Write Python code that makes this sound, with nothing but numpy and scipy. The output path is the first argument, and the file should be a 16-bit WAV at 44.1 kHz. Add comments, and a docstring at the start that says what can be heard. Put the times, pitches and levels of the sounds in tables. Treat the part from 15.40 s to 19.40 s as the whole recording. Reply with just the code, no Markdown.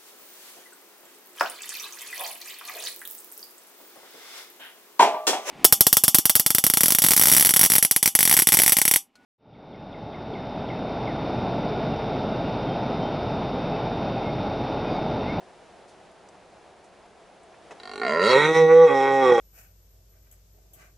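"""A red deer stag roars once, a few metres away in a quiet forest.
Slow pulses of its vocal folds speed up while the throat stretches and its resonances sink.
It holds a loud hoot, one harmonic on a resonance, then breaks to a lower pitch and turns harsh.
Faint fern rustles and a snort, all short puffs of noise, lead in. Nearby trunks reflect
these sounds and the roar, over a soft forest hush that swells toward the end."""
import sys
import numpy as np
from scipy import signal
from scipy.fft import rfft, irfft
from scipy.io import wavfile

SR = 44100
rng = np.random.default_rng(int(sys.argv[2]) if len(sys.argv) > 2 else 0)


def to_wav(s):
    """Save 16-bit WAV."""
    ch = np.atleast_2d(s).T  # columns
    pcm = np.round(np.clip(ch, -1, 1) * 32767)  # PCM
    wavfile.write(sys.argv[1], SR, pcm.astype(np.int16))


N = 176400

# level rides on the roar's three bands (time [s], level [dB])
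BASS_LEVEL = [(2.39, -62), (2.456, -52.5), (2.572, -40.5), (2.622, -32), (2.874, -19.5), (2.886, -22),
              (2.964, -13), (3.012, -24.5), (3.116, -18.5), (3.142, -28.5), (3.164, -16), (3.232, -12),
              (3.282, -17), (3.322, -10), (3.372, -9), (3.456, -9), (3.484, -18.5), (3.572, -23),
              (3.802, -22), (3.928, -12), (3.946, -18.5), (4.0, -20.5)]
MIDDLE_LEVEL = [(2.39, -56), (2.474, -44), (2.608, -41.5), (2.618, -29), (2.7, -27.5), (2.8, -24.5),
                (2.886, -21.5), (2.94, -19.5), (3.0, -19), (3.06, -21), (3.125, -28.5), (3.165, -20.5),
                (3.21, -25.5), (3.27, -30), (3.31, -22), (3.35, -30), (3.43, -22.5), (3.466, -29),
                (3.5, -24), (3.62, -21), (3.72, -23), (3.83, -21), (3.93, -23.5), (4, -23.5)]
TREBLE_LEVEL = [(2.39, -67), (2.402, -50.5), (2.586, -46.5), (2.68, -39.5), (2.78, -43), (2.846, -30.5),
                (2.922, -25), (2.964, -31), (3.048, -29.5), (3.124, -39.5), (3.164, -33), (3.286, -47),
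                (3.618, -41.5), (3.792, -45.5), (3.842, -38), (4.0, -39.5)]
# stereo lean of the roar (frequency [Hz], left minus right [dB])
ROAR_PAN = [(60, 6), (130, -3), (260, -2.0), (550, -1.5), (1150, -3.5), (2410, -1.5), (5050, 0),
            (10600, 4.5)]


def roar(size=2205):
    """The stag's voice among the trees, each band levelled and then ridden by its own envelope."""
    t, voice, out = np.arange(N) / SR, forest(vocal_folds()), np.zeros((2, N))
    padded = np.pad(voice, ((0, 0), (0, SR // 2)))
    below = lambda hz, edge_hz: 1 / (1 + (hz / edge_hz) ** 16)
    bass = lambda hz: below(hz, 700)
    middle = lambda hz: below(hz, 2800) - below(hz, 700)
    treble = lambda hz: 1 - below(hz, 2800)
    window = np.hanning(size) / np.hanning(size).sum()
    opening = (t > GROWL_RATE[1][0]) & (t < GROWL_RATE[4][0])
    for band, level in ((bass, BASS_LEVEL), (middle, MIDDLE_LEVEL), (treble, TREBLE_LEVEL)):
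        part = filtered(padded, band)[:, :N]
        squared = np.pad(part.mean(0) ** 2, size, "reflect")
        power = signal.fftconvolve(squared, window, "same")[size:-size]
        floor = .5 * np.mean(power[opening])  # keeps the silence before the growl down
        out += part * amp(curve(level, t)) / np.sqrt(np.maximum(power, floor))
    return filtered(out, lambda hz: amp(np.outer([.5, -.5], spectrum(ROAR_PAN, hz))))


# the opening growl speeds up (time [s], pulse rate [Hz])
GROWL_RATE = [(2.4, 15), (2.434, 44), (2.45, 49), (2.49, 51), (2.55, 45.5), (2.6, 53), (2.65, 62),
              (2.695, 72), (2.747, 80), (2.795, 87), (2.848, 103), (2.892, 121.8), (2.914, 127.8),
              (2.954, 132.6), (2.994, 147)]
# the held note and its downward break (time [s], pitch [Hz])
HELD_PITCH = [(3.02, 149.9), (3.096, 159.4), (3.202, 161.7), (3.262, 159.1), (3.3, 161.8), (3.402, 164.5),
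              (3.448, 161), (3.458, 160.8), (3.492, 139), (3.598, 134.3), (3.666, 136.3), (3.78, 135),
              (3.802, 134.7), (3.944, 118.4), (3.974, 115.4), (4.0, 109.8)]
# rasp in the voice (time [s], noise against pulse at RASP_HZ [ratio])
RASP = [(2.4, 0.15), (2.8, 0.45), (2.92, 0.63), (3.02, 0.65), (3.14, 0.25), (3.42, 0.21), (3.48, 0.81),
        (3.56, 0.23), (3.8, 0.18), (3.87, 0.46), (3.95, 1), (4, 1)]
RASP_HZ, RASP_SLOPE = 2040, 0.92
JITTER, SHIMMER_DB = 0.0054, 2.5  # scatter of pulse timing and strength at full rasp
WANDER, WANDER_HZ = .002, 26  # relative pitch drift and its bandwidth
FLUTTER_DB, FLUTTER_HZ = 2.48, (1.968, 8)  # each resonance wavers in strength


def vocal_folds(size=4096):
    """Each closure of the vocal folds, with a puff of noise, rings the throat."""
    t, hz, out = np.arange(N) / SR, np.fft.rfftfreq(size, 1 / SR), np.zeros(N)
    drift = unit_rms(filtered(rng.standard_normal(N), lambda f: np.exp(-(f / WANDER_HZ) ** 2)))
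    pitch = curve(GROWL_RATE + HELD_PITCH, t) * (1 + WANDER * drift)
    cycles = np.cumsum(pitch * (t >= GROWL_RATE[0][0])) / SR
    flutter_rate, flutter_phase = rng.uniform(*FLUTTER_HZ, len(FORMANTS)), rng.random(len(FORMANTS))
    for i in np.flatnonzero(np.diff(np.ceil(cycles))):
        s, rasp = t[i], curve(RASP, t[i])
        late, strong = rng.standard_normal(2)
        puff = rng.standard_normal(size) * np.exp(-t[:size] / 0.0072)
        noise_gain = rasp * (hz / RASP_HZ) ** RASP_SLOPE
        source = 1 + noise_gain * rfft(puff / np.linalg.norm(puff))
        flutter_db = FLUTTER_DB * np.sin(2 * np.pi * (flutter_rate * s + flutter_phase))
        colour = minimum_phase(throat(s, hz, flutter_db) / np.sqrt(1 + noise_gain ** 2))
        onset = s + JITTER * rasp * late / max(pitch[i], 100)
        add(out, onset, -amp(SHIMMER_DB * rasp * strong) * irfft(source * colour))
    return out


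# throat resonances (at rest [Hz], half stretched [Hz], fully stretched [Hz], width [Hz],
# growl gain [dB], hoot gain [dB], bellow gain [dB])
FORMANTS = [(293, 205, 177.7, 31, -2.5, -7, -8), (335, 390, 252, 22, -27, -1, -16),
            (402, 448, 377, 40.6, 4, 0.5, 3.5), (921, 578, 480.7, 38, 4.5, 1, 13),
            (880, 816, 810, 26, -13, 3, 11.5), (1164, 1017, 910, 56, -1, -7.5, -13),
            (1260, 1150, 1143, 41.6, -14, 1.5, 1.5), (1460, 1374, 1263, 53.5, 1.5, -18, -17.5),
            (1500, 1700, 1453, 126, -11.5, -13, -12), (1815, 1850, 1915, 36.3, -1, 3.5, -13),
            (2280, 1977, 2240, 140, -6.5, -17, -13), (2700, 2740, 2490, 150, -18, -22.5, -21.5),
            (3240, 3220, 3330, 62, -18.5, -22.5, -1.5), (3950, 3984, 3760, 103, -15.5, -19.5, -21),
            (4070, 4810, 3480, 200, -15.5, -27, -30), (5520, 6400, 5260, 250, -36.5, -31, -20),
            (6450, 4900, 6220, 80, -27, -23, -38.5), (8000, 6900, 7220, 940, -36.5, -44, -29),
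            (9550, 10200, 8740, 900, -46.5, -50, -63)]
# hollows between the resonances (at rest [Hz], fully stretched [Hz], width [Hz], depth [dB])
NOTCHES = [(1570, 1696, 104, 8), (3050, 1000, 68, 2), (5270, 4760, 106, 29), (6100, 5760, 72, 18)]
# the throat lengthens (time [s], stretch [0 at rest, 1 full])
THROAT_STRETCH = [(2.5, 0.29), (2.58, 0.089), (2.62, 0.26), (2.7, 0.43), (2.8, .54), (2.9, 0.67),
                  (2.96, 0.86), (3.12, 0.92)]
# morph between the formant gains (time [s], voice [0 growl, 1 hoot, 2 bellow])
VOICE_MORPH = [(2.85, 0), (2.96, 0.23), (3.02, 0.12), (3.13, 0.73), (3.45, 1), (3.5, 1.42)]
# the resonance that lifts one harmonic into a hoot (time [s], boost at full morph [dB])
HOOT_BOOST = [(3.05, 6.5), (3.13, -6), (3.2, 10), (3.28, 5), (3.33, 9.5), (3.39, 14), (3.45, 13.5),
              (3.485, 14.5), (3.55, 5), (3.85, 3), (3.92, 4.5), (3.96, 1.5)]
HOOT_HZ, HOOT_WIDTH_HZ = 486.3, 39
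VALLEY_DB, LOW_CUT_HZ = -66.5, 112


def throat(s, hz, flutter_db):
    """Gain of the throat at time s: stretching slides its resonances, most of them downward."""
    stretch, morph = curve(THROAT_STRETCH, s), curve(VOICE_MORPH, s)
    power = amp(VALLEY_DB) ** 2
    for (rest, half, full, width, *gains_db), sway_db in zip(FORMANTS, flutter_db):
        centre = np.interp(stretch, [0, .5, 1], [rest, half, full])
        peak = amp(np.interp(morph, [0, 1, 2], gains_db) + sway_db)
        power = power + peak ** 2 / (1 + ((hz - centre) / width) ** 2) ** 2
    bump = lambda centre, width: np.exp(-((hz - centre) / width) ** 2)
    notch_db = sum(depth * bump(rest + stretch * (full - rest), width)
                   for rest, full, width, depth in NOTCHES)
    hoot = bump(HOOT_HZ, HOOT_WIDTH_HZ)
    neighbours = bump(HOOT_HZ, 220) - hoot  # harmonics beside the hoot duck as it rises
    hoot_db = curve(HOOT_BOOST, s) * np.clip(morph, 0, 1) * (hoot - .9 * neighbours)
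    low_cut = (hz ** 2 + 100) / (hz ** 2 + LOW_CUT_HZ ** 2)
    return np.sqrt(power) * amp(hoot_db - notch_db) * low_cut


# tone of the snort (frequency [Hz], relative level [dB])
SNORT_EQ = [(88, -54), (150, -34), (418, -0.5), (873, -1), (1320, -12), (1960, -8), (2430, -29),
            (2610, -15), (4240, -27), (6650, -24), (11000, -42), (14300, -76), (22000, -120)]


def snort(start_s=2.308, level_db=-40, length_s=.022):
    """One short puff of breath just before the roar."""
    out = np.zeros(N)
    add(out, start_s, amp(level_db) * burst(length_s, lambda hz: amp(spectrum(SNORT_EQ, hz))))
    return out


# fern rustles and twig ticks (time [s], level [dB], length [s], centre [Hz], width [octaves])
FERN_HITS = [(0.478, -62.5, .05, 4500, 0.89), (0.714, -66, .008, 7000, .6), (.887, -52, 0.005, 6270, 0.33),
             (1.44, -65.5, 0.027, 7000, .4), (2.031, -64, 0.0092, 8400, 0.18),
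             (2.14, -53.5, 0.012, 1100, 0.85)]


def ferns():
    """Ferns and twigs brush as the stag steps forward."""
    out = np.zeros(N)
    for s, db, length, centre_hz, octaves in FERN_HITS:
        band = lambda hz: np.exp(-.5 * (np.log2((hz + 1) / centre_hz) / octaves) ** 2)
        add(out, s, amp(db) * burst(length, band))
    return out


# reverb tail of the forest (frequency [Hz], time to fall 60 dB [s])
FOREST_DECAY = [(150, 0.31), (600, 0.98), (2000, 1), (8000, 0.75)]
TAIL_DB, TRUNKS_DB = -16.5, -7


def forest(x):
    """Adds quick reflections from nearby trunks and a faint tail, different at each ear."""
    t = np.arange(SR // 2) / SR
    hz, frame_s, frames = signal.stft(rng.standard_normal((2, len(t))), SR, nperseg=256)
    decay = amp(-60 * frame_s / spectrum(FOREST_DECAY, hz)[:, None])
    tail = signal.istft(frames * decay, SR)[1][:, :len(t)]
    scatter = rng.standard_normal((3, len(t))) * np.exp(-t / .006) * (t > .002)  # left, right, shared
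    # near reflections are kept to the treble, so the low harmonics stay clear and steady
    highpass = signal.butter(2, 2200, "high", fs=SR, output="sos")
    trunks = signal.sosfilt(highpass, scatter[:2] * 0.75 + scatter[2])
    echo = amp(TAIL_DB) * tail / np.linalg.norm(tail[0])
    echo += amp(TRUNKS_DB) * trunks / np.linalg.norm(trunks[0])
    return x + signal.fftconvolve(x[None], echo, axes=1)[:, :N]


# tone of the forest bed (frequency [Hz], relative level [dB])
HUSH_EQ = [(12, -46), (20, -16), (71, -9), (137, -12), (189, -5), (259, -11), (375, -2), (587, -4),
           (688, 0), (1110, -11), (1330, -12), (6660, -27), (11000, -33), (14300, -63), (22000, -120)]
# its slow swell (time [s], level [dB])
HUSH_SWELL = [(0, -51), (.6, -51.5), (1.3, -52.5), (2, -52.5), (4, -41.5)]
# its stereo image (frequency [Hz], likeness of left and right [0-1])
HUSH_COHERENCE = [(60, 0.54), (170, 0.8), (470, 0.9), (1330, 0.92), (3750, 0.85), (10600, 0.57)]


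def hush():
    """Distant wash of the forest, swaying a little and rising under the roar."""
    shared, separate = rng.standard_normal((2, N))
    likeness = lambda hz: spectrum(HUSH_COHERENCE, hz)
    right = filtered(shared, likeness) + filtered(separate, lambda hz: np.sqrt(1 - likeness(hz) ** 2))
    bed = unit_rms(filtered(np.array([shared, right]), lambda hz: amp(spectrum(HUSH_EQ, hz))))
    t = np.arange(N) / SR
    sway = sum(np.sin(2 * np.pi * (hz * t + rng.random())) for hz in np.geomspace(1, 14, num=16))
    return bed * amp(curve(HUSH_SWELL, t) + 0.45 * unit_rms(sway))


def burst(length_s, colour, size=8192):
    """A puff of coloured noise: quick rise, hold, quick fall."""
    t = np.arange(size) / SR
    envelope = np.minimum(t / 0.00067, 1) * np.exp(-(t / length_s) ** 3)
    return unit_rms(filtered(rng.standard_normal(size), colour)) * envelope


def amp(db):
    """Decibels to gain."""
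    return 10 ** (np.asarray(db) / 20)


def unit_rms(x):
    """Scales to an rms of one."""
    return x / np.sqrt(np.mean(x ** 2) + 1e-20)


def curve(points, t):
    """Reads an envelope at times t."""
    return np.interp(t, *np.transpose(points))


def spectrum(points, hz):
    """Reads a table on a log-frequency axis."""
    f, value = np.transpose(points)
    return np.interp(np.log(hz + 1), np.log(f + 1), value)


def add(mix, s, sound):
    """Mixes a sound in at time s."""
    part = mix[round(s * SR):][:len(sound)]
    part += sound[:len(part)]


def filtered(x, gain):
    """Filters by a gain that is a function of frequency."""
    return irfft(rfft(x) * gain(np.fft.rfftfreq(x.shape[-1], 1 / SR)), x.shape[-1])


def minimum_phase(gain):
    """Spectrum with the given gain that rings only after it is struck."""
    log_gain = np.log(np.concatenate([gain, gain[-2:0:-1]]))
    return np.exp(np.conj(signal.hilbert(log_gain)))[:len(gain)]


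def scene():
    """The stag up front, the forest bed behind, small sounds leading in."""
    return roar() + hush() + forest(ferns() + snort())


def record(dry, cutoff_hz=11150):
    """A steep low-pass takes off the top octave."""
    lowpass = signal.firwin(801, cutoff_hz, window=("kaiser", 9), fs=SR)
    return signal.oaconvolve(dry, lowpass[None], "same")


dry = scene()
out = record(dry)
to_wav(out)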